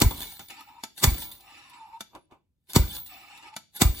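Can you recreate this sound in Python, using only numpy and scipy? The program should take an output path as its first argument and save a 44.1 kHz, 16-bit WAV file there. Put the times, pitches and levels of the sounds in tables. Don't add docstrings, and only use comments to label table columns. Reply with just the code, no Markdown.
import sys
import numpy as np
from scipy import signal
from scipy.fft import rfft, irfft
from scipy.io import wavfile
from scipy.ndimage import uniform_filter1d

SR = 44100
rng = np.random.default_rng(int(sys.argv[2]) if len(sys.argv) > 2 else 0)


def unload_audio(sound):
    columns = np.transpose(np.atleast_2d(sound))
    steps = np.round(np.clip(columns, -1, 1) * 32767)
    wavfile.write(sys.argv[1], SR, steps.astype(np.int16))


N = 176400
T, HZ = np.arange(N) / SR, np.fft.rfftfreq(N, 1 / SR)

# f/Hz, likeness/0-1, left lead/rad
STEREO = [(60, 0.89, -0.43), (399.4, 0.86, -0.37), (830, 0.78, -0.15), (1990, 0.37, -1.6), (3900, 0, -1.6),
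          (8000, 0.9, -0.57), (12000, 0.9, -0.5), (15000, 0.9, 0.49)]
# f/Hz, level/dB
ROOM_SPECTRUM = [(18, -44), (30, -14), (75, 1.5), (125, -4), (167, -7.5), (222, -12.5), (774, -36.5),
                 (15000, -44)]
# f/Hz, time to fade by 60 dB/s
ECHO_TIMES = [(60, 0.62), (250, 0.6), (1000, 0.2), (4000, 0.45), (15000, 0.18)]
# t/s, f/Hz, level/dB
SQUEAK_PATH = [(1.771, 10000, -91), (1.878, 11500, -76), (2.002, 13400, -87.5), (2.17, 11380, -76),
               (2.259, 10100, -80.5)]
# t/s, level/dB, rise/s, fall/s
NUDGES = [(0.11, -34, 0.002, 0.014), (0.223, -46, 0.046, 0.026), (1.248, -54.5, 0.016, 0.1),
          (2.161, -42, 0.013, 0.016), (2.323, -49.5, 0.0079, 0.024), (2.97, -52, 0.023, 0.039)]
# f/Hz, level/dB
NUDGE_SPECTRUM = [(50, 0.5), (130, -2.5), (300, 1.5), (600, -0.5), (950, 3.5), (1350, -7.5), (1900, -22),
                  (2500, -10.5), (4200, -27.5), (12000, -36.5)]
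# t/s, level/dB, fall/s, treble tilt/dB per octave
CLICKS = [(.003, -20.5, 0.0022, 7.5), (.394, -40.5, 0.022, -2.5), (.504, -40, 0.0065, 1.5),
          (2.1508, -46, 0.0061, -2), (2.311, -63, 0.0081, -3), (2.7343, -28.5, 0.003, 7)]
# f/Hz, level/dB
CLICK_SPECTRUM = [(29, -39), (50, -6.5), (258, -4), (520, -12.5), (863, 0), (1120, -15), (1300, -4),
                  (2160, -9), (3580, -3.5), (7210, -9), (7950, -15), (12000, -11.5), (16000, -31)]
# t/s, hollow level/dB, rasp level/dB, hollow f/Hz
SLIDES = [
    [(0.5, -66, -49, 820), (0.572, -63, -54.5, 883), (0.61, -47, -49, 905), (0.656, -80, -62.5, 886),
     (0.692, -47, -56.5, 853), (0.708, -56, -60.5, 883), (0.792, -56, -66, 884), (0.82, -67, -58, 890)],
    [(1.39, -70, -68.5, 758), (1.484, -57.5, -54, 855), (1.58, -70, -51.5, 786), (1.66, -67.5, -55.5, 1020),
     (1.832, -43.5, -60.5, 890), (1.904, -56, -66, 874), (1.948, -40, -60, 904), (1.99, -52.5, -69, 880)],
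    [(3.09, -73, -54, 772), (3.12, -55, -51, 766), (3.272, -62, -55, 788), (3.374, -57, -51, 895),
     (3.422, -60.5, -56.5, 920), (3.486, -49.5, -49.5, 850), (3.52, -53, -64, 845),
     (3.545, -41.5, -54, 891)],
]
# multiple of the pitch, half width/Hz, level/dB
HOLLOW_TONES = [(1.0, 56.1, 1.5), (1.42, 60, -12)]
# f/Hz, width/Hz, level/dB
SQUEALS = [(1825, 180, -9), (2593, 480, -2), (5300, 400, -12)]
# f/Hz, level/dB
RASP_SPECTRUM = [(150, -21.5), (280, -2.5), (450, -18.5), (800, -5.5), (1100, -15.5), (1280, 3),
                 (1500, -20.5), (2650, -2.5), (3150, -17.5), (3800, -7), (6700, -25), (7500, -11.5),
                 (8800, -30.5), (10000, -17.5), (14000, -38)]
# t/s, level/dB
LANDINGS = [(0.8372, -29.5), (2.0078, -32.5), (3.5651, -30.5)]
# f/Hz, level/dB
KNOCK_TONES = [(215, -13.5), (660, -20.5), (885, -13), (1320, -14), (2315, -20)]
# t/s, level/dB, rise/s, fall/s, extra rod ring/dB
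SCRAPES = [(0.225, -38, 0.08, 0.094, 0.5), (0.617, -63, 0.0079, 0.021, 9), (0.982, -37, 0.0061, 0.032, -26),
           (1.222, -36.5, 0.061, 0.038, 2), (2.702, -39, 0.0066, 0.02, -27), (2.956, -36, 0.052, 0.025, 2),
           (3.765, -36.5, 0.0095, 0.027, -37), (3.995, -38, 0.042, 0.058, -3)]
# f/Hz, level/dB
SCRAPE_SPECTRUM = [(88, -26.5), (150, -1.5), (611, -11.5), (860, -1.5), (1190, -18.5), (1770, -2.5),
                   (1940, -12.5), (2180, -10.5), (2630, -9), (3710, 2.5), (5020, -7.5), (6940, -9.5),
                   (7920, -9), (11600, -2.5), (12700, -6.5), (14000, -13.5)]
# t/s, level/dB, fall/s
RATTLES = [(.1096, -35.5, .008), (0.208, -36, 0.0032), (.2165, -35, .006), (0.322, -49, 0.034),
           (0.485, -44, 0.011), (.608, -48, 0.0052), (1.144, -35, 0.0046), (1.182, -43, .004),
           (1.2226, -40.5, 0.012), (1.3148, -43.5, 0.037), (1.4072, -50, 0.0066), (1.698, -51.5, .012),
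           (2.9494, -45, .007), (2.969, -54, 0.0058), (3.062, -45.5, 0.023), (3.376, -48.5, 0.0068)]
# f/Hz, level/dB, time to fade by 60 dB/s
ROD_TONES = [(1357, -15, .25), (2225, -13, .24), (3655, -21, .2), (12818, -20, .35), (14508, -10, .6),
             (15019, -7, .5), (15089, -8, .5), (15154, -3, .6), (15455, -3, .55)]
# t/s, level/dB, first f/Hz, last f/Hz, rise/s
THUDS = [(0.0192, -12.5, 497, 64.7, 0.0043), (0.043, -13, 76.4, 51.7, 0.0055),
         (0.0557, -8.5, 160, 43.4, 0.011), (1.04, -14.5, 473, 72.5, 0.0071), (1.07, -10, 162, 44, 0.011),
         (1.116, -19, 92, 48.3, 0.012), (2.7614, -6, 545, 63.7, 0.0059), (2.791, -11, 135, 45.5, 0.013),
         (2.836, -22.5, 92.5, 49.4, 0.012), (3.818, -11.5, 587, 61.5, 0.0055),
         (3.847, -9.5, 155, 41.5, 0.014), (3.892, -16, 94, 45.4, 0.01)]
# t/s, level/dB, rise/s, fall/s, treble tilt/dB per octave
BLOWS = [(0.02, -12.5, 0.0053, 0.007, 1.5), (1.042, -10, 0.0067, 0.0077, 2.5),
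         (2.7625, -14, 0.0067, 0.0094, 2), (3.819, -12.5, 0.0059, 0.01, 2.5)]
# f/Hz, level/dB
CRASH_SPECTRUM = [(200, -1), (380, -2), (560, -9.5), (800, -9), (1200, -12), (1600, -17.5), (2700, -18.5),
                  (4200, -16.5), (6400, -21), (8000, -17), (9400, -32.5), (11900, -21.5), (13400, -35.5),
                  (15100, -25.5), (16000, -25.5)]
# f/Hz, level/dB
SHUDDER_SPECTRUM = [(250, 5.5), (450, -6.5), (750, -6.5), (1300, -9.5), (1850, -14), (2200, -6.5),
                    (3000, -21), (3700, -12.5), (5400, -19), (8000, -16), (12100, -18.5), (13400, -20.5),
                    (16000, -24)]

TAP_RISE_S = 0.0005


def amp(db):
    return 10 ** (np.asarray(db) / 20)


def evened(x):
    return x / np.sqrt(np.mean(x ** 2) + 1e-20)


def read(points, hz, column=1):
    table = np.array(points, float)
    return np.interp(np.log(hz + 1), np.log(table[:, 0] + 1), table[:, column])


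def wander(span):
    fade = np.exp(-np.minimum((np.fft.rfftfreq(N) * span * 2) ** 2, 50))
    return evened(irfft(rfft(rng.standard_normal(N)) * fade, N))


def noise(gain):
    left, other = rfft(rng.standard_normal((2, N)))
    likeness = read(STEREO, HZ)
    lag = np.exp(-1j * read(STEREO, HZ, column=2))
    right = (likeness * left + np.sqrt(1 - likeness ** 2) * other) * lag
    return evened(irfft(np.array([left, right]) * gain, N))


def colour(spectrum, tilt_db=0):
    bass_cut = HZ ** 2 / (HZ ** 2 + (spectrum[0][0] / 2) ** 2)
    return amp(read(spectrum, HZ) + tilt_db * np.log2((HZ + 200) / 4000)) * bass_cut


def swell(s, rise, fall):
    return np.exp(-np.minimum(np.maximum((s - T) / rise, (T - s) / fall), 40))


def resonate(x, hz, width):
    turn = np.exp(2j * np.pi * np.cumsum(hz) / SR)
    decay = np.exp(-np.pi * width / SR)
    for _ in range(2):
        x = 2 * (turn * signal.lfilter([1 - decay], [1, -decay], x / turn)).real
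    return evened(x)


def whistle(x, hz, width):
    return resonate(x, hz * (1 + 0.025 * wander(0.02 * SR)), width)


def shifting(x, depth_db=5.5, patch_s=0.017):
    bands = signal.stft(x, nperseg=512, noverlap=384)[2]
    patches = uniform_filter1d(rng.standard_normal(bands.shape[1:]), round(patch_s * SR / 128))
    patches = evened(uniform_filter1d(patches, round(patch_s * SR / 128)))
    return evened(signal.istft(bands * amp(depth_db * patches), nperseg=512, noverlap=384)[1][:, :N])


def slips(db, per_s, fall):
    catches = (rng.random(N) < per_s / SR) * rng.random(N) ** 2
    jumps = signal.lfilter([1], [1, -np.exp(-1 / (fall * SR))], catches)
    return evened(1 + amp(db) * jumps)


def room_noise():
    return amp(-77) * noise(colour(ROOM_SPECTRUM))


def garage_echo(x, rise_s=0.0099):
    hz, t, bands = signal.stft(rng.standard_normal((2, SR)), SR, nperseg=256)
    fade = amp(-60 * t / read(ECHO_TIMES, hz)[:, None])
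    tail = signal.istft(bands * fade, SR, nperseg=256)[1][:, :SR]
    tail *= np.minimum(T[:SR] / rise_s, 1)
    return signal.fftconvolve(x, tail / np.linalg.norm(tail[0]), axes=1)[:, :N]


def squeak():
    s, hz, db = np.transpose(SQUEAK_PATH)
    level = amp(np.interp(T, s, db)) * (T > s[0]) * (T < s[-1])
    return level * resonate(rng.standard_normal(N), np.interp(T, s, hz), width=120)


def nudges(body):
    level = sum(amp(db) * swell(s, rise, fall) for s, db, rise, fall in NUDGES)
    return level * noise(body * colour(NUDGE_SPECTRUM))


def clicks(body):
    return sum(amp(db) * swell(s, TAP_RISE_S, fall) * noise(body * colour(CLICK_SPECTRUM, tilt_db))
               for s, db, fall, tilt_db in CLICKS)


def slides(body, sing_from_db=-56, sing_range_db=16, waver_hz=12, rumble_hz=110):
    sliding = sum(1. * ((T > slide[0][0]) & (T < slide[-1][0])) for slide in SLIDES)
    gate = uniform_filter1d(sliding, size=800)
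    rows = np.vstack(SLIDES)
    tone_db, rasp_db, hz = (np.interp(T, rows[:, 0], column) for column in rows.T[1:])
    drive = noise(body)
    hollow = sum(amp(db) * whistle(drive, k * hz, 2 * half_width) for k, half_width, db in HOLLOW_TONES)
    pitch = hz + waver_hz * wander(0.0043 * SR)
    note = evened(np.sin(2 * np.pi * np.cumsum(pitch) / SR))
    sing = np.clip((tone_db - sing_from_db) / sing_range_db, 0, 1)
    tone = (1 - sing) * hollow + sing * note
    squeal = sum(amp(db) * whistle(drive, centre, width) for centre, width, db in SQUEALS)
    friction = shifting(noise(body * colour(RASP_SPECTRUM)))
    rasp = (friction + squeal) * slips(db=8, per_s=8.2, fall=0.018)
    rumble = noise(HZ / rumble_hz / (1 + (HZ / rumble_hz) ** 3))
    return gate * (amp(tone_db + 0.5) * tone + amp(rasp_db) * rasp + amp(-74.5) * rumble)


def landings(body, rise=0.00069):
    out = np.zeros((2, N))
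    for s, db in LANDINGS:
        brush = amp(-17.5) * swell(s, rise=0.0072, fall=0.026)
        clack = swell(s, rise, fall=0.0062)
        tones = sum(amp(level) * np.sin(2 * np.pi * (hz * T + rng.random())) for hz, level in KNOCK_TONES)
        knock = swell(s, rise, fall=0.014) * tones
        out += amp(db) * ((brush + clack) * noise(body * colour(CLICK_SPECTRUM)) + knock)
    return out


def scrapes(body):
    rub = sum(amp(db) * swell(s, rise, fall) for s, db, rise, fall, _ in SCRAPES)
    chatter = slips(db=8, per_s=100, fall=0.0012)
    rattle = sum(amp(db) * swell(s, TAP_RISE_S, fall) for s, db, fall in RATTLES)
    return np.hypot(rub * chatter, rattle) * shifting(noise(body * colour(SCRAPE_SPECTRUM)))


def rod_ring(blow_db=-17, scrape_db=-32.5, rise_s=0.012):
    struck = sum(amp(db + blow_db) * (np.arange(N) == round(s * SR)) for s, db, *_ in BLOWS)
    rubbed = sum(amp(db + ring_db + scrape_db) * swell(s, rise, fall)
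                 for s, db, rise, fall, ring_db in SCRAPES)
    force = struck + rubbed * rng.standard_normal(N)
    t, out = T[:SR], np.zeros((2, N))
    for hz, db, fade_s in ROD_TONES:
        ring = amp(db - 60 * t / fade_s) * (1 - np.exp(-t / rise_s)) * np.exp(2j * np.pi * hz * t)
        flutter = evened(amp(0.5 * wander(0.014 * SR)))
        left = signal.fftconvolve(force, ring)[:N] * flutter
        right = left * np.exp(-1j * read(STEREO, hz, column=2))
        out += [left.real, right.real]
    return out


def thuds():
    out = np.zeros((2, N))
    for s, db, first_hz, last_hz, rise in THUDS:
        t, sag_s = np.maximum(T - s, 0), 0.7 * rise
        turns = last_hz * t + (first_hz - last_hz) * sag_s * (1 - np.exp(-np.minimum(t / sag_s, 50)))
        shape = (t / rise * np.exp(1 - np.minimum(t / rise, 50))) ** 2
        lag = np.array([[0], [read(STEREO, last_hz, column=2)]])
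        out += amp(db) * shape * np.sin(2 * np.pi * turns - lag)
    return out


def blows(body):
    out = np.zeros((2, N))
    for s, db, rise, fall, tilt_db in BLOWS:
        crack = amp(2) * swell(s, rise=0.00005, fall=0.0005)
        out += amp(db) * (swell(s, rise, fall) + crack) * noise(body * colour(CRASH_SPECTRUM, tilt_db))
    shudder = sum(amp(db - 14.5) * swell(s, rise, fall=0.048) for s, db, rise, *_ in BLOWS)
    return out + shudder * shifting(noise(body * colour(SHUDDER_SPECTRUM)))


def scene():
    ripple_db, spacing_hz = 4 * HZ / (HZ + 590), 65
    body = amp(ripple_db * wander(spacing_hz * N / SR)[:len(HZ)])
    metal = blows(body) + rod_ring() + clicks(body) + nudges(body)
    metal += scrapes(body) + slides(body) + landings(body) + squeak()
    low = thuds()
    echo = amp(-25.5) * garage_echo(low)[:1] + amp(-15.5) * garage_echo(metal)
    return metal + low + echo + room_noise()


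def record(dry):
    low_pass = signal.firwin(255, cutoff=15900, window=("kaiser", 8), fs=SR)
    return signal.oaconvolve(np.clip(dry, -1, 1), low_pass[None], "same", axes=1)


dry = scene()
out = record(dry)
unload_audio(out)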